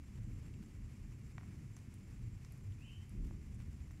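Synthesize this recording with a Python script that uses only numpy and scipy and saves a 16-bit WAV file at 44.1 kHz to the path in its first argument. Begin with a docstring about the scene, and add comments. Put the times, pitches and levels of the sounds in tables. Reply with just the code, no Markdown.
"""Outdoors among stone walls at night. A low rumble drifts under a faint hiss, and a brief low swell rises near
3.2 seconds, while a far insect chirps ten times a second. Close to the microphone come light rustles, dry ticks
and small hard taps that ring briefly. Late on, a frog gives one soft rising whistle that comes back off the
stone and dies away, and a soft bump nudges the microphone's case."""
import sys
import numpy as np
from scipy import signal
from scipy.fft import rfft, irfft
from scipy.io import wavfile

SR = 44100
rng = np.random.default_rng(int(sys.argv[2]) if len(sys.argv) > 2 else 0)


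def pcm_store(signal):
    """Save signal as 16-bit PCM."""
    levels = np.round(np.clip(np.atleast_2d(signal), -1, 1) * 32767)
    wavfile.write(sys.argv[1], SR, levels.astype(np.int16).T)


N = 176400
T = np.arange(N) / SR


def from_db(db):
    """Decibels to gain."""
    return 10 ** (np.asarray(db) / 20)


def unit_rms(x):
    """Scale to an rms of one."""
    return x / np.sqrt(np.mean(x ** 2) + 1e-20)


def drift(rate_hz):
    """A smooth random wobble, mostly slower than rate_hz, with an rms of one."""
    f = np.arange(N // 2 + 1) * SR / N
    return unit_rms(irfft(rfft(rng.standard_normal(N)) / (1 + (f / rate_hz) ** 2), N))


def coloured_noise(spectrum):
    """Noise shaped by an EQ curve of (Hz, dB) points and rolled off past its ends, with an rms of one."""
    hz, db = np.transpose(spectrum)
    f = np.maximum(np.arange(N // 2 + 1) * SR / N, 1)
    curve = from_db(np.interp(np.log(f), np.log(hz), db))
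    roll_off = np.minimum(f / hz[0], 1) ** 2 * np.minimum(hz[-1] / f, 1) ** 2
    return unit_rms(irfft(rfft(rng.standard_normal(N)) * curve * roll_off, N))


def swell(middle, length):
    """A rounded fade in and out."""
    return np.cos(np.pi * np.clip((T - middle) / length, -.5, .5))


def fade(start, decay):
    """A sudden onset and an exponential decay."""
    return (T >= start) * np.exp(-np.clip((T - start) / decay, 0, 100))


def filtered(x, hz, kind, order):
    """A low-, high- or band-pass filter."""
    return signal.sosfilt(signal.butter(order, hz, kind, fs=SR, output="sos"), x)


def ring(x, hz, t60):
    """One resonance: a unit click sets off a dying sine of height one."""
    radius, angle = from_db(-60 / (t60 * SR)), 2 * np.pi * hz / SR
    return signal.lfilter([0, np.sin(angle)], [1, -2 * radius * np.cos(angle), radius ** 2], x + 1e-18)


def reverb(x, t60, build_s=.0081):
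    """The dense tail off stone and leaves; it builds up faster from close surfaces."""
    t = T[:SR]
    tail = rng.standard_normal(SR) * np.exp(-np.log(1000) * t / t60) * (1 - np.exp(-t / build_s))
    return signal.fftconvolve(x, tail / np.linalg.norm(tail))[:N]


# Fader rides for the rumble's three bands. Each row: time in seconds, level in dB before the trim.
DEEP_RIDE = [(0, -53), (.3, -54), (.7, -57), (1.05, -54.5), (1.6, -58), (2.02, -62.5), (2.15, -53),
             (2.7, -58), (3.12, -56.5), (3.2, -40), (3.32, -53), (3.7, -51.5), (4, -52.5)]
MIDDLE_RIDE = [(0, -63), (.12, -62), (.2, -53), (.44, -54), (.6, -55), (.7, -58), (1.3, -58), (1.4, -55),
               (1.8, -57.5), (2.33, -55.5), (2.45, -57), (3.09, -59), (3.17, -52), (3.28, -52), (3.42, -56),
               (3.62, -55.5), (3.9, -59), (4, -60.5)]
UPPER_RIDE = [(0, -64.5), (.2, -59.5), (.45, -61.5), (.6, -55.5), (.72, -61), (1.05, -63.5), (1.16, -60.5),
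              (1.3, -65.5), (1.5, -56), (1.74, -64.5), (1.9, -61), (2.28, -64), (2.5, -70.5), (2.62, -62.5),
              (3.07, -67), (3.15, -56.5), (3.27, -50), (3.38, -62), (4, -64.5)]
# The tone of each band. Each row: frequency in Hz, relative level in dB.
DEEP_EQ = [(22, -10), (30, -5.5), (40, 5.5), (50, -8), (63, 2.5), (80, -1.5), (100, -17), (150, -15.5),
           (300, -53)]
MIDDLE_EQ = [(70, -7.5), (105, 0.5), (130, -1), (160, -8.5), (205, -13.5), (250, -21.5), (310, -26.5),
             (400, -26.5), (520, -35), (800, -54)]
UPPER_EQ = [(160, -9), (200, 3), (250, -3.5), (320, -7.5), (380, -17), (480, -35.5)]


def rumble():
    """A bed of low noise in three bands that drift apart, with a brief low swell near 3.2 seconds."""
    def band(ride, eq, trim_db):
        return from_db(np.interp(T, *np.transpose(ride)) + trim_db) * coloured_noise(eq)

    middle = band(MIDDLE_RIDE, MIDDLE_EQ, trim_db=4.5)
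    deep = band(DEEP_RIDE, DEEP_EQ, trim_db=1.5)
    upper = band(UPPER_RIDE, UPPER_EQ, trim_db=.5)
    return deep + middle + upper


# The tone of the night's hiss. Each row: frequency in Hz, relative level in dB.
HISS_EQ = [(300, -0.5), (600, -1.5), (850, -1.5), (1100, -0.5), (1500, -2.5), (2200, 2), (2700, -1.5),
           (3300, -8.5), (4000, -10.5), (5000, -7), (6200, -6.5), (7000, -7), (8200, -10.5), (10000, -11.5),
           (12500, -15.5), (15500, -23.5)]


def hiss():
    """A faint, even hiss with a slight flicker in level."""
    level_db, flicker_db = -71.5, 1
    return from_db(level_db + flicker_db * drift(rate_hz=26)) * coloured_noise(HISS_EQ)


def insect():
    """An even pulse of high chirps, each sagging in pitch, blurred by distance."""
    first_s, period_s, chirp_s = .012, .0994, .068
    top_hz, fall_hz, waver_hz = 7504, 213.7, 170
    level_db, wander_db = -83.5, 1
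    age = (T - first_s) % period_s
    progress = np.minimum(age / chirp_s, 1)
    pitch = top_hz - fall_hz * progress + waver_hz * drift(rate_hz=300)
    envelope = np.sin(np.pi * progress) ** 2 * from_db(wander_db * drift(rate_hz=1.9))
    chirps = envelope * np.sin(2 * np.pi * np.cumsum(pitch) / SR)
    return from_db(level_db) * unit_rms(chirps + from_db(1.5) * reverb(chirps, t60=.26))


# The tone the rustles share. Each row: frequency in Hz, relative level in dB.
RUSTLE_EQ = [(600, -2.5), (1100, 0), (2400, -3), (3800, -12), (7000, -15), (12000, -21.5), (15000, -28)]
# Faint rustles. Each row: midpoint in seconds, length in seconds, level in dB, tilt in dB per octave.
RUSTLES = [(0.17, 0.052, -73, 1), (0.458, 0.096, -71.5, 0.5), (0.631, 0.033, -69, 2),
           (1.787, 0.045, -72, 4), (3.265, 0.058, -75, 4.5), (3.606, 0.059, -71, 2)]


def rustles():
    """Short, grainy brushes of noise, some brighter than others."""
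    grain = from_db(3.5 * drift(rate_hz=200))
    out = np.zeros(N)
    for middle, length, level_db, tilt in RUSTLES:
        eq = [(hz, db + tilt * np.log2(hz)) for hz, db in RUSTLE_EQ]
        out += from_db(level_db) * swell(middle, length) * unit_rms(coloured_noise(eq) * grain)
    return out


# Dry ticks. Each row: start in seconds, level in dB before the trim, centre in Hz, decay in seconds.
TICKS = [(0.538, -57, 2600, 0.0058), (0.661, -58, 6800, 0.0019), (1.7653, -51, 6400, 0.0028),
         (1.766, -55.5, 9900, .003), (1.941, -44, 10300, 0.00084), (2.447, -54.5, 6050, 0.0053),
         (2.522, -50, 11300, 0.0015), (2.577, -56, 10800, 0.0012), (2.722, -58, 2790, 0.0029),
         (3.094, -48.5, 10260, 0.00097), (3.544, -61, 8050, 0.0073), (3.804, -60.5, 2450, 0.0045),
         (3.91, -66, 8450, 0.0017), (3.915, -60, 12800, .003)]


def ticks():
    """Tiny crisp crackles, each a snap of noise through one broad resonance, with a short tail."""
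    relative_width, attack_s, trim = .21, .00019, .52
    edge_ratio = 1 + relative_width / 2
    snaps = np.zeros(N)
    for start, level_db, hz, decay in TICKS:
        noise = filtered(rng.standard_normal(N), [hz / edge_ratio, hz * edge_ratio], "band", order=1)
        envelope = fade(start, decay) * (1 - fade(start, attack_s))
        snaps += trim * from_db(level_db) * envelope * unit_rms(noise)
    return filtered(snaps + from_db(-11.5) * reverb(snaps, t60=.21), 13000, "low", order=2)


# Small hard taps. Each row: start in seconds, strike level in dB, tilt in dB per octave.
TAPS = [(1.3813, -39, -3), (1.4108, -52.5, -1), (1.433, -52, -8), (1.7675, -52, -10.5), (2.449, -53, -3),
        (3.603, -54.5, 2), (3.909, -53.5, 2.5)]
# The modes they ring. Each row: frequency in Hz, relative level in dB, seconds to fall by 60 dB.
TAP_MODES = [(734, -18.5, 0.026), (1103, -8.5, 0.0091), (1475, -2, 0.0047), (1900, -11.5, 0.021),
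             (2190, -11.5, 0.014), (3680, -20, 0.0092), (5700, -11.5, 0.0067)]


def taps():
    """Small hard contacts ring a few short modes and scatter off the stone."""
    tilt_pivot_hz = 1380
    knocks = np.zeros(N)
    for hz, mode_db, t60 in TAP_MODES:
        strikes = np.zeros(N)
        for start, strike_db, tilt in TAPS:
            strikes[int(start * SR)] = from_db(strike_db + mode_db + tilt * np.log2(hz / tilt_pivot_hz))
        knocks += ring(strikes, hz, t60)
    knocks = filtered(knocks, 670, "high", order=4)
    knocks = filtered(knocks, 6900, "low", order=4)
    return knocks + from_db(-10) * reverb(knocks, t60=.48)


# Short low drones. Each row: midpoint in seconds, length in seconds, pitch in Hz, level in dB.
DRONES = [(2.268, 0.18, 118.5, -49.5), (2.692, 0.13, 96, -44), (3.011, 0.2, 93.6, -49.5)]


def drones():
    """Pure low tones that surface briefly inside the rumble."""
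    out = np.zeros(N)
    for middle, length, hz, level_db in DRONES:
        tone = np.sqrt(2) * np.sin(2 * np.pi * (hz * T + rng.random()))
        out += from_db(level_db) * swell(middle, length) * tone
    return out


# The shape of the frog's whistle. Each row: time in seconds, pitch in Hz, level in dB before the mix.
WHISTLE = [(2.784, 2480, -69), (2.806, 2590, -77), (2.823, 2694, -61.5), (2.838, 2870, -67),
           (2.853, 2970, -64.5), (2.870, 3112, -70.5), (2.888, 3110, -66.5), (2.905, 3240, -74)]
# Its slapback off the stone walls. Each row: delay in seconds, gain in dB.
WALL_ECHOES = [(.034, -9), (0.073, -4), (.138, -13)]


def frog():
    """One nearly pure rising whistle, with slapback off the walls and a diffuse tail."""
    waver_share, direct_db, tail_db = .019, -4, -1.5
    times, hz, db = np.transpose(WHISTLE)
    pitch = np.interp(T, times, hz) * (1 + waver_share * drift(rate_hz=160))
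    envelope = np.interp(T, times, from_db(db), left=0, right=0)
    call = np.sqrt(2) * envelope * np.sin(2 * np.pi * np.cumsum(pitch) / SR)
    echoes = sum(from_db(gain_db) * np.roll(call, int(delay * SR)) for delay, gain_db in WALL_ECHOES)
    tail = reverb(call, t60=.58, build_s=.05)
    return from_db(direct_db) * call + echoes + from_db(tail_db) * tail


def bump():
    """One soft, dull push on the microphone's case."""
    push = -from_db(-41) * fade(start=3.3102, decay=.0018)
    return filtered(push, 1400, "low", order=2)


def scene():
    """The night bed, the close details and the frog, mixed in mono."""
    return (rumble() + hiss() + insect() + rustles() + ticks() + taps() + drones() + frog() + bump())[None]


def record(dry):
    """A steep low-pass takes off the very top."""
    cutoff_hz = 15700
    return signal.sosfilt(signal.ellip(12, .1, 80, cutoff_hz, fs=SR, output="sos"), dry)


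dry = scene()
out = record(dry)
pcm_store(out)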